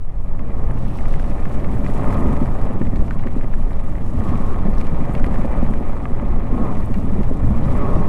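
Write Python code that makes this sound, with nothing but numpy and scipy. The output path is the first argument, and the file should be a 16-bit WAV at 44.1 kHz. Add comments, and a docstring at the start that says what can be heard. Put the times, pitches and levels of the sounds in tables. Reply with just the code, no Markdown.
"""A motorcycle ride in light rain

A single-cylinder motorcycle rides at town speed along a wet road, heard from the rider's chest.
Wind is shaped noise in gusts, with booming sines for thumps in the microphone port; the engine is noise
and firing kicks through resonances, with clatter and throttle growl. The tyres are hissing noise and tiny
clicks; raindrops and a rumble strip are clicks that set small parts ringing."""
import sys
import numpy as np
from scipy import signal
from scipy.fft import rfft, irfft, next_fast_len
from scipy.io import wavfile
from scipy.ndimage import uniform_filter1d

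SR = 44100
rng = np.random.default_rng(int(sys.argv[2]) if len(sys.argv) > 2 else 0)


def dump_mix(stems):
    """Bounce the given channels to the path in sys.argv[1] as a 16-bit WAV at rate SR."""
    frames = np.atleast_2d(stems).T  # one column per channel
    limited = np.clip(frames, -1, 1)  # hard clip at full scale
    pcm = np.round(limited * 32767).astype(np.int16)
    wavfile.write(sys.argv[1], SR, pcm)


N = 356680
TIME = np.arange(N) / SR  # seconds


def from_db(db):
    """Decibels to gain."""
    return 10 ** (np.asarray(db) / 20)


def rms_one(x):
    """Scale to unit power."""
    return x / np.sqrt(np.mean(x ** 2) + 1e-20)


def in_time(rows):
    """Draw each column of a curve table as a line through time."""
    s, *columns = np.transpose(rows)
    return [np.interp(TIME, s, column) for column in columns]


def coloured(x, spectrum, resonances=()):
    """Give a steady sound a spectrum with resonant bumps or dips, at unit power."""
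    size = next_fast_len(N)
    hz = np.maximum(np.arange(size // 2 + 1) * SR / size, 1)
    points, levels = np.transpose(spectrum)
    db = np.interp(np.log(hz), np.log(points), levels, left=-120, right=-120)
    for centre, width, lift in resonances:
        db = db + lift / (1 + (2 * (hz - centre) / width) ** 2)
    return rms_one(irfft(rfft(x, size) * from_db(db), size)[:N])


def drift(rate):
    """Wander by chance with spread 1, heading for a new value `rate` times a second."""
    knots = rng.standard_normal(4096)
    return rms_one(np.interp(TIME * rate, np.arange(len(knots)), knots))


def evened(x, seconds):
    """Hold a noise at unit power over spans of this length."""
    power = uniform_filter1d(x ** 2, max(int(seconds * SR), 2))
    return x / np.sqrt(np.maximum(power, 0) + 1e-9)


def band_noise(order, low_hz, high_hz, x):
    """Keep only the part of a sound between two pitches."""
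    return signal.sosfilt(signal.butter(order, [low_hz, high_hz], "band", fs=SR, output="sos"), x)


def ring(clicks, hz, t60):
    """A unit click sets a sine of height about 1 ringing; it falls by 60 dB in t60 seconds."""
    decay, step = from_db(-60 / (t60 * SR)), 2 * np.pi * hz / SR
    return signal.lfilter([0, np.sin(step)], [1, -2 * decay * np.cos(step), decay * decay], clicks + 1e-18)


def grains(per_s, spread_db):
    """Random clicks of uneven size and sign."""
    chance, size = rng.random((2, N))
    born = np.flatnonzero(chance < per_s / SR)
    out = np.zeros(N)
    out[born] = from_db(spread_db * np.minimum(-np.log(size[born]), 4)) * (-1) ** born
    return out


def add(out, s, sound):
    """Mix a short sound in at time s."""
    start = max(round(s * SR), 0)
    out[start:start + len(sound)] += sound[:max(N - start, 0)]


def held(rows, rise_s, fall_s):
    """Summed gain of events that swell up to their start, hold, and die away."""
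    gain = 0
    for s, length, db in rows:
        before = np.minimum(TIME - s, 0) / rise_s
        after = np.maximum(TIME - s - length, 0) / fall_s
        gain = gain + from_db(db) * np.exp(before - after)
    return gain


def wavering(x, sway_s=.0005, per_s=6):
    """Small wandering delays let the resonances of a sound waver in pitch."""
    return np.interp(TIME - sway_s * drift(rate=per_s), TIME, x)


def patchy(x, low_hz, high_hz, patchy_db, count=6):
    """Let each slice of the spectrum flicker on its own."""
    out, rest = 0, x
    for edge in np.geomspace(low_hz, high_hz, num=count):
        low = signal.sosfiltfilt(signal.butter(3, edge, fs=SR, output="sos"), rest)
        out, rest = out + low * from_db(patchy_db * drift(rate=75)), rest - low
    return out + rest * from_db(patchy_db * drift(rate=83))


def damped(x, cut_hz=2520):
    """The soft wet housing passes little above its ring."""
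    return signal.sosfilt(signal.butter(4, cut_hz, fs=SR, output="sos"), x)


def struck(modes, hz, stretch=1, lowest_hz=850, uneven_db=3.5):
    """A blow rings a small part at multiples of its pitch, each of chance strength, with little bass."""
    blow = TIME[:SR // 14] == 0
    rings = 0
    for ratio, db, t60 in modes:
        strength = from_db(db + uneven_db * rng.uniform(-1.4, 1))
        rings = rings + strength * ring(blow, hz * ratio, t60 * stretch)
    return signal.sosfilt(signal.butter(2, lowest_hz, "high", fs=SR, output="sos"), damped(rings))


def splashed(bursts):
    """Bright band of a bursting drop, with a brief ring of the water film."""
    film = from_db(-35) * ring(bursts, hz=4400, t60=.0018)
    return band_noise(1, 2700, 5200, bursts + 1e-18) + film


# headwind at the microphone: time_s, above_usual_db
HEADWIND = [(0, -17.5), (.4, -3.5), (1.7, -1.5), (2.3, 1.5), (2.9, 0.5), (3.75, -6), (4.08, -3.5),
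            (4.25, -0.5), (5.45, 2.5), (5.95, -1.5), (7.0, 1), (7.5, 3.5), (8.0, 4.5)]
# gusts: peak_s, length_s, swell_lift_db, rumble_lift_db, flutter_lift_db
GUSTS = [(0.666, 0.28, 5.5, 6.5, 0), (1.11, 0.28, 9.5, 1, -2.5), (2.144, 0.52, 2.5, 3, 3.5),
         (2.473, 0.075, 7, 6, -2.5), (2.637, 0.14, 1, 4.5, -2.5), (2.82, 0.11, -10, 1, 3),
         (3.006, 0.38, 6, 1.5, 2), (3.61, 0.29, 8, -0.5, 4), (4.192, .12, 6, 5.5, 5), (4.32, 0.13, 0, 6, 5),
         (4.65, 0.55, 9, 2, 1.5), (5.264, 0.27, 9.5, -3, -0.5), (5.623, 0.34, 5.5, 2, 2.5),
         (6.35, 0.23, 9, 2.5, 2.5), (6.58, 0.21, 6.5, 4, 5), (7.17, .08, -6, 0, 3.5),
         (7.265, .1, 7, 5.5, -7), (7.484, 0.18, -14, 11, 1), (7.656, 0.23, -6, 8, 1.5),
         (7.94, 0.16, 7.5, 4, 0)]
# eddies from large to small: level in the usual headwind, and share of the headwind's swing they follow
SWAY_DB, SWAY_FOLLOWS = -14.0, 0.26
SWELL_DB, SWELL_FOLLOWS = -22, 0.21
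RUMBLE_DB, RUMBLE_FOLLOWS = -26.5, 0.52
FLUTTER_DB = -28.5  # follows it fully


def eddy_levels():
    """All eddies follow the headwind; each gust moves all but the sway in a smooth arch."""
    headwind_db, = in_time(HEADWIND)
    lift_db = np.zeros((3, N))
    for s, length, *lifts_db in GUSTS:
        arch = np.cos(np.pi * np.clip((TIME - s) / length, -.5, .5))
        lift_db += np.outer(lifts_db, arch)
    swell_lift_db, rumble_lift_db, flutter_lift_db = lift_db
    return (SWAY_DB + SWAY_FOLLOWS * headwind_db,
            SWELL_DB + SWELL_FOLLOWS * headwind_db + swell_lift_db,
            RUMBLE_DB + RUMBLE_FOLLOWS * headwind_db + rumble_lift_db,
            FLUTTER_DB + headwind_db + flutter_lift_db)


# wind spectra, slowest to fastest: pitch_hz, relative_level_db
SWAY = [(2, -9.5), (8, 1), (14, -5.5), (22, -18.5), (40, -63)]
SWELL = [(12, 2), (19, 3), (28, -6.5), (40, -8), (52, -12), (100, -33)]
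RUMBLE = [(25, -23), (42, -6), (54, 4), (68, -0.5), (100, -1.5), (125, -4), (160, -9.5), (260, -33)]
FLUTTER = [(80, -35), (130, -4), (190, 0), (240, -1.5), (300, -7.5), (350, -12), (440, -18.5), (800, -38),
           (2000, -59)]


def wind(sway_db, swell_db, rumble_db, flutter_db, lumpy_db=2.5, eddy_share=0.44, surge_db=1.5):
    """Large eddies sway the pressure, middling ones rumble, small ones flutter in the port as puffs."""
    sway = evened(coloured(rng.standard_normal(N), SWAY), seconds=0.14)
    swell = evened(coloured(rng.standard_normal(N), SWELL), seconds=0.172)
    rumble = evened(coloured(rng.standard_normal(N), RUMBLE), seconds=0.071)
    flow = rng.standard_normal(N) + eddy_share * rms_one(grains(per_s=90, spread_db=0.5))
    lumpy_flow = flow * from_db(lumpy_db * drift(rate=49))
    flutter = evened(coloured(lumpy_flow, FLUTTER), seconds=.1)
    surge = from_db(surge_db * drift(rate=7))
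    slow = from_db(sway_db) * sway + from_db(swell_db) * swell
    return slow + surge * (from_db(rumble_db) * rumble + from_db(flutter_db) * flutter)


# spectrum of the exhaust drone: pitch_hz, relative_level_db
DRONE = [(100, -2), (250, -3.5), (325, 0.5), (390, -0.5), (470, -1), (650, -4), (800, -5), (930, -6),
         (1120, -7.5), (1270, -11.5), (1400, -15.5), (1700, -24.5), (3000, -48)]
# resonances and notches of silencer and crankcase: pitch_hz, width_hz, lift_db
BODY = [(311, 63, -7), (400, 110, 1), (501, 36, -2.5), (569, 60, 5.5), (715, 47, 3.5), (785, 48, 3),
        (902, 36, 1.5), (966, 43, -2), (1239, 49, 6)]


def exhaust_drone(exhaust, throb, pulse_share=0.52):
    """Firing pulses and throbbing gas noise sound through the resonances of the engine's body."""
    gas = pulse_share * exhaust + throb * rng.standard_normal(N)
    return wavering(evened(coloured(gas, DRONE, BODY), seconds=0.096))


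# exhaust hum at cruising load: multiple_of_firing_rate, level_db
HUM = [(2, -35.5), (3, -42), (4, -35), (5, -46.5), (7, -45), (8, -49.5)]


def exhaust_hum(cycle):
    """Pure tones at multiples of the firing rate."""
    return sum(from_db(db) * np.sin(2 * np.pi * order * cycle) for order, db in HUM)


# spectrum of valves and chain: pitch_hz, relative_level_db
CLATTER = [(1000, -29), (1420, -2), (1540, -4), (1730, 4), (2050, 2.5), (2200, -1), (2370, 1), (2500, -4),
           (2750, -8.5), (3300, -12), (4300, -19.5), (6500, -38)]


def clatter(throb):
    """Valves and chain make throbbing noise and uneven ticks, flickering across the spectrum."""
    ticking = rng.standard_normal(N) + .5 * rms_one(grains(per_s=300, spread_db=3.0))
    return rms_one(patchy(coloured(throb * ticking, CLATTER), low_hz=1480, high_hz=3180, patchy_db=4.0))


# spectrum of the air intake: pitch_hz, relative_level_db
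INTAKE = [(250, 0.5), (400, 5.5), (520, -6.5), (650, -4.5), (900, -8), (1100, -13), (1250, -15),
          (1450, -21.5), (1900, -21), (2400, -22.5), (3500, -66)]
# resonances of the airbox: pitch_hz, width_hz, lift_db
AIRBOX = [(390, 100, -1.5), (588, 71, 12.5), (735, 53, 3.5), (1240, 43, 8.5)]
# twists of the throttle, also played by growl(): start_s, hold_s, rush_db, growl_db, growl_hz,
# growl_width_hz, upper_ring_db, low_bark_db, low_bark_hz
THROTTLE = [(.44, 0.33, -47, -50, 1075, 90, -59, -44.5, 458),
            (2.05, .29, -35, -41, 1070, 130, -44, -44, 400),
            (4.26, .27, -42.5, -40, 1102, 105, -49, -46, 405),
            (6.55, .12, -35, -38, 1068, 44, -44, -38, 460),
            (7.79, 0.24, -37, -36.5, 1105, 62, -43, -35, 410)]


def intake_rush(gulps, drone_db, rest_db=-12.5):
    """Air rushes through the airbox, a set step below the load's level, and more with each throttle twist."""
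    twists = held([row[:3] for row in THROTTLE], rise_s=0.06, fall_s=0.074)
    gain = from_db(drone_db + rest_db) + twists
    return gain * evened(coloured(gulps, INTAKE, AIRBOX), seconds=0.06)


# engine speed: time_s, firings_per_s
FIRING = [(0, 20.1), (.5, 20.2), (1.3, 26), (2.2, 27.2), (3, 26.3), (4, 23.5), (5, 30.3), (5.8, 28.5),
          (6.5, 27.5), (7.2, 26.2), (8.1, 30.8)]
# depth of the throb of the four strokes: time_s, share
STROKE_THROB = [(0, .2), (5.1, 0.33), (5.75, 0.42), (6.45, 0.29), (7.0, 0.22)]
CRUISE_DB = -35  # load level when cruising
HUM_FOLLOWS = 0.21  # share of the load's swing in the exhaust hum


def engine(drone_db, clatter_db, gulp_share=0.43, uneven_db=2.0, firing_throb=0.13):
    """Each firing kicks the body resonances; gas and gear noise throb with firing and its four strokes."""
    firing_hz, = in_time(FIRING)
    stroke_throb, = in_time(STROKE_THROB)
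    cycle = np.cumsum(firing_hz * (1 + .005 * drift(rate=10))) / SR
    kicks = np.diff(np.floor(cycle), prepend=0) * from_db(uneven_db * rng.standard_normal(N))
    strokes = np.cos(8 * np.pi * cycle)
    throb = 1 + firing_throb * np.cos(2 * np.pi * cycle) + stroke_throb * strokes
    # the pipe smears every kick over some tens of milliseconds
    t = TIME[:SR // 8]
    pipe = rng.standard_normal(len(t)) * np.exp(-t / 0.032)
    exhaust = rms_one(signal.fftconvolve(kicks, pipe)[:N])
    # the cylinder gulps air 1/60 s after each exhaust pulse
    gulps = gulp_share * np.roll(exhaust, SR // 60) + throb * rng.standard_normal(N)
    out = from_db(drone_db + 1.5) * exhaust_drone(exhaust, throb)
    out = out + from_db(HUM_FOLLOWS * (drone_db - CRUISE_DB)) * exhaust_hum(cycle)
    out = out + from_db(clatter_db) * clatter(throb)
    return out + intake_rush(gulps, drone_db) + growl(gulps)


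def spatter(spray_db, per_s=130, level_db=14, spread_db=3.2, clump_db=1.0):
    """Droplets flung from the tyre tick on the bodywork in clumps, louder on a wetter road."""
    ticks = band_noise(1, 2000, 7500, grains(per_s, spread_db) + 1e-18)
    return from_db(spray_db + level_db + clump_db * drift(rate=29)) * ticks


# tyre spray, following the wetness of the road: time_s, level_db
ROAD = [(0, -75.5), (.5, -68), (1.4, -62.5), (2.15, -58), (2.7, -63.5), (3.4, -66), (4.05, -64),
        (4.25, -59.5), (4.46, -61), (4.6, -65), (5.35, -61.5), (6.42, -67.5), (6.6, -61.5), (7.2, -64.5),
        (7.85, -60.5), (8.09, -63)]
# puddles: start_s, hold_s, slosh_db
PUDDLES = [(.86, 0.37, -62), (4.24, 0.22, -74), (4.78, 0.055, -67), (7.6, 0.45, -73)]
# spectra of plain spray, fine mist and coarse slosh: pitch_hz, relative_level_db
SPRAY = [(2000, 0.5), (4000, 0), (5500, -4), (7000, 1.5), (8400, -3), (9000, -2.5), (10100, 2.5),
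         (11300, -2), (13500, -7), (15400, -12)]
MIST = [(4000, -23), (6000, -1), (7300, 1.5), (8400, 6), (9000, -3), (10200, -2.5), (12000, -11),
        (15400, -12)]
SLOSH = [(2500, 3.5), (3700, -3), (4500, -6.5), (5100, -6.5), (5500, -5.5), (6000, -8.5), (7200, -18),
         (9500, -8.5), (11300, -22), (13600, -16), (15400, -24)]


def water_noise(spectrum, fizz_share=0.65):
    """Steady noise and many tiny clicks make the fizz of torn water."""
    fizz = rms_one(grains(per_s=1200, spread_db=3.0))
    return coloured(rng.standard_normal(N) + fizz_share * fizz, spectrum)


def tyres(mist_share=0.41, film_slosh_db=-0.5, flutter_db=1.7):
    """The tread tears the water film into spray and fine mist, with a coarser slosh that swells in puddles."""
    spray_db, = in_time(ROAD)
    # some slosh follows the spray even between puddles
    slosh_gain = from_db(spray_db + film_slosh_db) + held(PUDDLES, rise_s=0.069, fall_s=0.045)
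    hiss = np.sqrt(1 - mist_share) * water_noise(SPRAY) + np.sqrt(mist_share) * water_noise(MIST)
    water = from_db(spray_db) * hiss + slosh_gain * water_noise(SLOSH) + spatter(spray_db)
    return patchy(water, low_hz=3020, high_hz=11000, patchy_db=2.0) * from_db(flutter_db * drift(rate=110))


def drizzle(rush_db, per_s=3.3, level_db=-1.0, ring_t60=0.0095, splash_db=-7.0):
    """Smaller drops patter and splash at random on spots of different pitch, louder under engine load."""
    spots = np.geomspace(1450, 2600, num=7)  # Hz
    hits = [grains(per_s, spread_db=3.0) for _ in spots]  # per_s drops on each spot
    patter = sum(ring(clicks, hz, ring_t60) for clicks, hz in zip(hits, spots))
    splashes = splashed(sum(hits))
    return from_db(rush_db) * (from_db(level_db) * damped(patter) + from_db(splash_db) * splashes)


# raindrops on the housing: start_s, knock_db, pitch_hz, splash_db (before a shared lift), ring_time_multiple
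DROPS = [(0.393, -34, 2030, -52, .8), (.504, -39.5, 2000, -58, 1), (0.7083, -31.5, 1670, -59, 1.2),
         (.776, -32.5, 1800, -58, 1), (0.9878, -29, 2070, -58, .8), (1.056, -30.5, 1900, -55, 1),
         (1.14, -28.5, 2020, -58, 1), (1.197, -30, 1520, -45, 1), (1.243, -33, 1900, -55, 1),
         (1.381, -35, 2090, -52, 1), (1.455, -27, 1700, -47, 1.2), (1.555, -35, 1900, -54, 1),
         (1.645, -29, 2120, -49, 1), (1.845, -30, 2250, -48, 1), (1.8638, -25.5, 1970, -47, 1.3),
         (1.9, -33, 1900, -54, 1), (2.044, -24.5, 1390, -59, 1), (2.127, -28, 1690, -56, 1),
         (2.367, -30.5, 1940, -50, 1), (2.458, -31, 1900, -50, 1), (2.614, -36, 1910, -52, 1),
         (2.8166, -30.5, 1750, -51, 1.2), (2.869, -33, 2010, -49, 1.2), (2.959, -32.5, 1760, -43, 1.2),
         (3.081, -35, 1750, -52, 1), (3.1089, -24.5, 1480, -43, 1.7), (3.194, -35.5, 2320, -49, 1),
         (3.253, -40, 1800, -58, .8), (3.266, -38, 2500, -48, .8), (3.2712, -28, 1820, -52, 1.3),
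         (3.283, -41, 2100, -51, 1), (3.383, -44, 2200, -53, .8), (3.411, -29.5, 2030, -53, .55),
         (3.443, -37, 1980, -58, 1.2), (3.529, -40, 2400, -53, 1), (3.538, -28.5, 1680, -48, 1.7),
         (3.625, -40, 1890, -54, 1), (3.71, -36, 1880, -56, 1), (3.732, -38, 1900, -50, 1),
         (3.795, -38, 1900, -52, 1), (3.933, -45, 1700, -58, 1), (3.954, -35, 1900, -59, 1),
         (3.983, -38, 2000, -59, 1), (4.207, -34, 1900, -54, 1), (4.238, -36, 2370, -46, 1),
         (4.356, -34, 2300, -51, 1), (4.544, -32, 1900, -53, 1), (4.806, -33, 2620, -43, 1),
         (4.813, -32, 2300, -40, 1), (4.869, -38, 1910, -39, 1), (4.898, -34, 1900, -52, 1),
         (5.095, -33, 1900, -53, 1), (5.151, -25, 2650, -40, .9), (5.179, -36, 2400, -49, .8),
         (5.198, -29, 1450, -46, 1.2), (5.2433, -25, 1949, -44, 1.2), (5.2647, -35, 1840, -44, 1),
         (5.3425, -35, 1690, -42, 1), (5.358, -29, 1700, -47, 1), (5.434, -31, 1980, -52, 1.3),
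         (5.665, -32, 1900, -52, 1), (5.737, -28, 1920, -43, 1), (5.876, -42, 2000, -54, 1),
         (5.968, -35, 1840, -54, 1), (6.283, -45, 2300, -52, 1), (6.942, -30.5, 2287, -42, 1.8),
         (6.959, -38, 2190, -54, 1.3), (7.233, -36, 2090, -44, 1)]
# ring of the wet housing under a drop: multiple_of_pitch, level_db, t60_s (before the ring time multiple)
HOUSING = [(.62, -1, 0.011), (.84, -8, 0.026), (1, 1.5, 0.0087), (1.04, -16, 0.062), (1.22, -8.5, 0.019),
           (1.5, -11.5, 0.01)]


def raindrops(splash_lift_db=3.0, splash_s=0.0022, snap=4.8, tail_s=.007, tail_db=-16):
    """A drop knocks on the housing, then bursts with a snap into a short bright splash and a fading tail."""
    out, t = np.zeros(N), TIME[:SR // 25]
    fade = np.exp(-t / splash_s) + from_db(tail_db) * np.exp(-t / tail_s)
    for s, db, hz, splash_db, stretch in DROPS:
        burst = snap * (t == 0) + rng.standard_normal(len(t)) * fade
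        add(out, s, from_db(db) * struck(HOUSING, hz, stretch))
        add(out, s, from_db(splash_db + splash_lift_db) * splashed(burst))
    return out


UPPER_RING_HZ, UPPER_RING_WIDTH_HZ, BARK_WIDTH_HZ = 1243, 48, 50
GROWL_OPEN_S, GROWL_CLOSE_S = .032, 0.078


def growl(gulps, steady_s=0.035, wander_s=0.000566, wanders_per_s=17):
    """With the throttle open, gulps of air ring three wandering resonances of the intake tract."""
    out = 0
    for s, length, _, growl_db, growl_hz, width_hz, upper_db, bark_db, bark_hz in THROTTLE:
        resonances = [(growl_db, growl_hz, width_hz),
                      (upper_db, UPPER_RING_HZ, UPPER_RING_WIDTH_HZ),
                      (bark_db, bark_hz, BARK_WIDTH_HZ)]
        for level_db, centre, width in resonances:
            tone = evened(band_noise(2, centre - width / 2, centre + width / 2, gulps), steady_s)
            out = out + tone * held([(s, length, level_db)], GROWL_OPEN_S, GROWL_CLOSE_S)
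    return wavering(out, wander_s, wanders_per_s)


# eddies hitting the microphone port: start_s, level_db and overtone_db (each before a shared shift),
# pitch_hz, t60_s
THUMPS = [(1.155, -15, 163.7, -16, 0.047), (1.3, -16, 272, -7, 0.042), (1.575, -18, 190, -12, 0.03),
          (2.02, -14, 202, -13, .04), (2.185, -12, 235, -8, .04), (2.414, -7.5, 234.5, -13, 0.065),
          (2.7, -13, 242, -11, 0.06), (2.751, -11.5, 195, -7, 0.037), (2.81, -14, 233, -5.5, 0.058),
          (2.93, -12, 279, -9, 0.038), (3.02, -18.5, 202, 1.5, 0.033), (3.258, -13.5, 229, -16, 0.089),
          (3.29, -20, 227, 4, 0.025), (3.364, -6.5, 245, -5.5, 0.029), (4.352, -11, 150, -17, 0.042),
          (4.401, -6, 207, -16, 0.032), (4.653, -5, 189, -9.5, 0.046), (4.683, -8, 198, -8, 0.033),
          (5.095, -9.5, 174, -12, .04), (5.163, -11, 160, -5, .035), (5.268, -9, 232, -5, 0.025),
          (5.447, -10.5, 295, -9, 0.033), (5.625, -9.5, 234, -11, 0.064), (5.705, -10.5, 214, -12, 0.04),
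          (5.808, -9.5, 231, -7, .03), (6.225, -10, 231, -6, 0.04), (6.6, -9.5, 205, -9, 0.043),
          (6.97, -9.5, 183, -15, 0.053), (7.201, -7, 208, -9, 0.045), (7.309, -8, 246, -5.5, 0.035),
          (7.505, -6.5, 195, -19, 0.047), (7.961, -8, 190, -1.5, 0.04)]


def thumps(rise_s=0.0032, level_db=3.0, overtone=1.625, puff_db=-5):
    """A strong eddy makes the port boom for a few cycles, with an overtone and a puff of noise."""
    out, t = np.zeros(N), TIME[:SR // 8]
    puffs = from_db(puff_db) * evened(band_noise(3, 300, 620, rng.standard_normal(N)), seconds=0.014)
    for s, db, hz, overtone_db, ring_t60 in THUMPS:
        shape = (1 - np.exp(-t / rise_s)) * from_db(-60 * t / ring_t60)
        boom = np.sin(2 * np.pi * hz * t)
        edge = np.sin(2 * np.pi * overtone * hz * t) + np.roll(puffs, -int(s * SR))[:len(t)]
        add(out, s, from_db(db + level_db) * shape * (boom + from_db(overtone_db - 2.0) * edge))
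    return out


# tiny droplets that ping in the water film without a knock: start_s, level_db, pitch_hz
PINGS = [(2.97, -40, 4300), (3.009, -41, 4900), (4.737, -39, 4300), (4.751, -38, 4500), (4.783, -29, 4500),
         (4.869, -37, 4300), (5.122, -45, 7000), (5.138, -37, 9000), (6.585, -38, 4000), (6.86, -37, 8500)]


def pings(burst_s=0.00063, ring_t60=0.0092, ring_db=-12):
    """A tiny droplet bursts and sets a small patch of the water film ringing."""
    out, t = np.zeros(N), TIME[:SR // 25]
    for s, db, hz in PINGS:
        burst = band_noise(2, .9 * hz, 1.5 * hz, rng.standard_normal(len(t)) * np.exp(-t / burst_s))
        add(out, s, from_db(db) * (from_db(ring_db) * ring(t == 0, hz, ring_t60) + burst))
    return out


# front wheel, then rear wheel, over a painted rumble strip: start_s, level_db, pitch_hz
STRIP = [(6.055, -27, 1640), (6.198, -31.5, 1320)]
# ring of a knocked suspension part: multiple_of_pitch, level_db, t60_s
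KNOCK = [(.56, -10, .02), (.73, 4.5, 0.026), (1, 1, 0.018), (1.27, 1, .012), (1.5, -0.5, .01),
         (1.8, -15, 0.013)]


def rumble_strip():
    """Each wheel knocks its suspension as it hits the strip."""
    out = np.zeros(N)
    for s, db, hz in STRIP:
        add(out, s, from_db(db) * struck(KNOCK, hz))
    return out


# how hard the engine works: time_s, load_level_db (sets drone, intake, hum and clatter)
LOAD = [(0.02, -49.5), (.3, -42.5), (.6, -38.5), (1.2, -37.5), (1.37, -34.5), (1.55, -36), (1.8, -33.5),
        (2.25, -31), (2.75, -35.5), (3.25, -39), (3.6, -40.5), (4.07, -39), (4.28, -33.5), (4.8, -35.5),
        (5.15, -33.5), (5.5, -32), (6.15, -37), (6.6, -33.5), (7.0, -37), (7.45, -36), (7.82, -30),
        (8.09, -33)]
CLATTER_DB, CLATTER_FOLLOWS = -49.5, 0.95  # level when cruising; share of the load's swing
WAVER_DB, WAVERS_PER_S = 0.82, 9  # the engine's loudness wavers by chance


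def scene():
    """Wind, machine, road and rain at one microphone; engine load also sets the drizzle's level."""
    drone_db, = in_time(LOAD)
    clatter_db = CLATTER_DB + CLATTER_FOLLOWS * (drone_db - CRUISE_DB)
    air = wind(*eddy_levels()) + thumps()
    machine = engine(drone_db, clatter_db) * from_db(WAVER_DB * drift(rate=WAVERS_PER_S))
    road = tyres() + rumble_strip()
    rain = drizzle(clatter_db) + raindrops() + pings()
    return (air + machine + road + rain)[None]


def record(dry):
    """The loudest peaks are rounded off and the top is cut steeply at 15500 Hz."""
    rounded = dry / (1 + (dry / .85) ** 8) ** (1 / 8)
    return signal.sosfilt(signal.ellip(10, .1, 80, 15500, fs=SR, output="sos"), rounded)


dry = scene()
out = record(dry)
dump_mix(out)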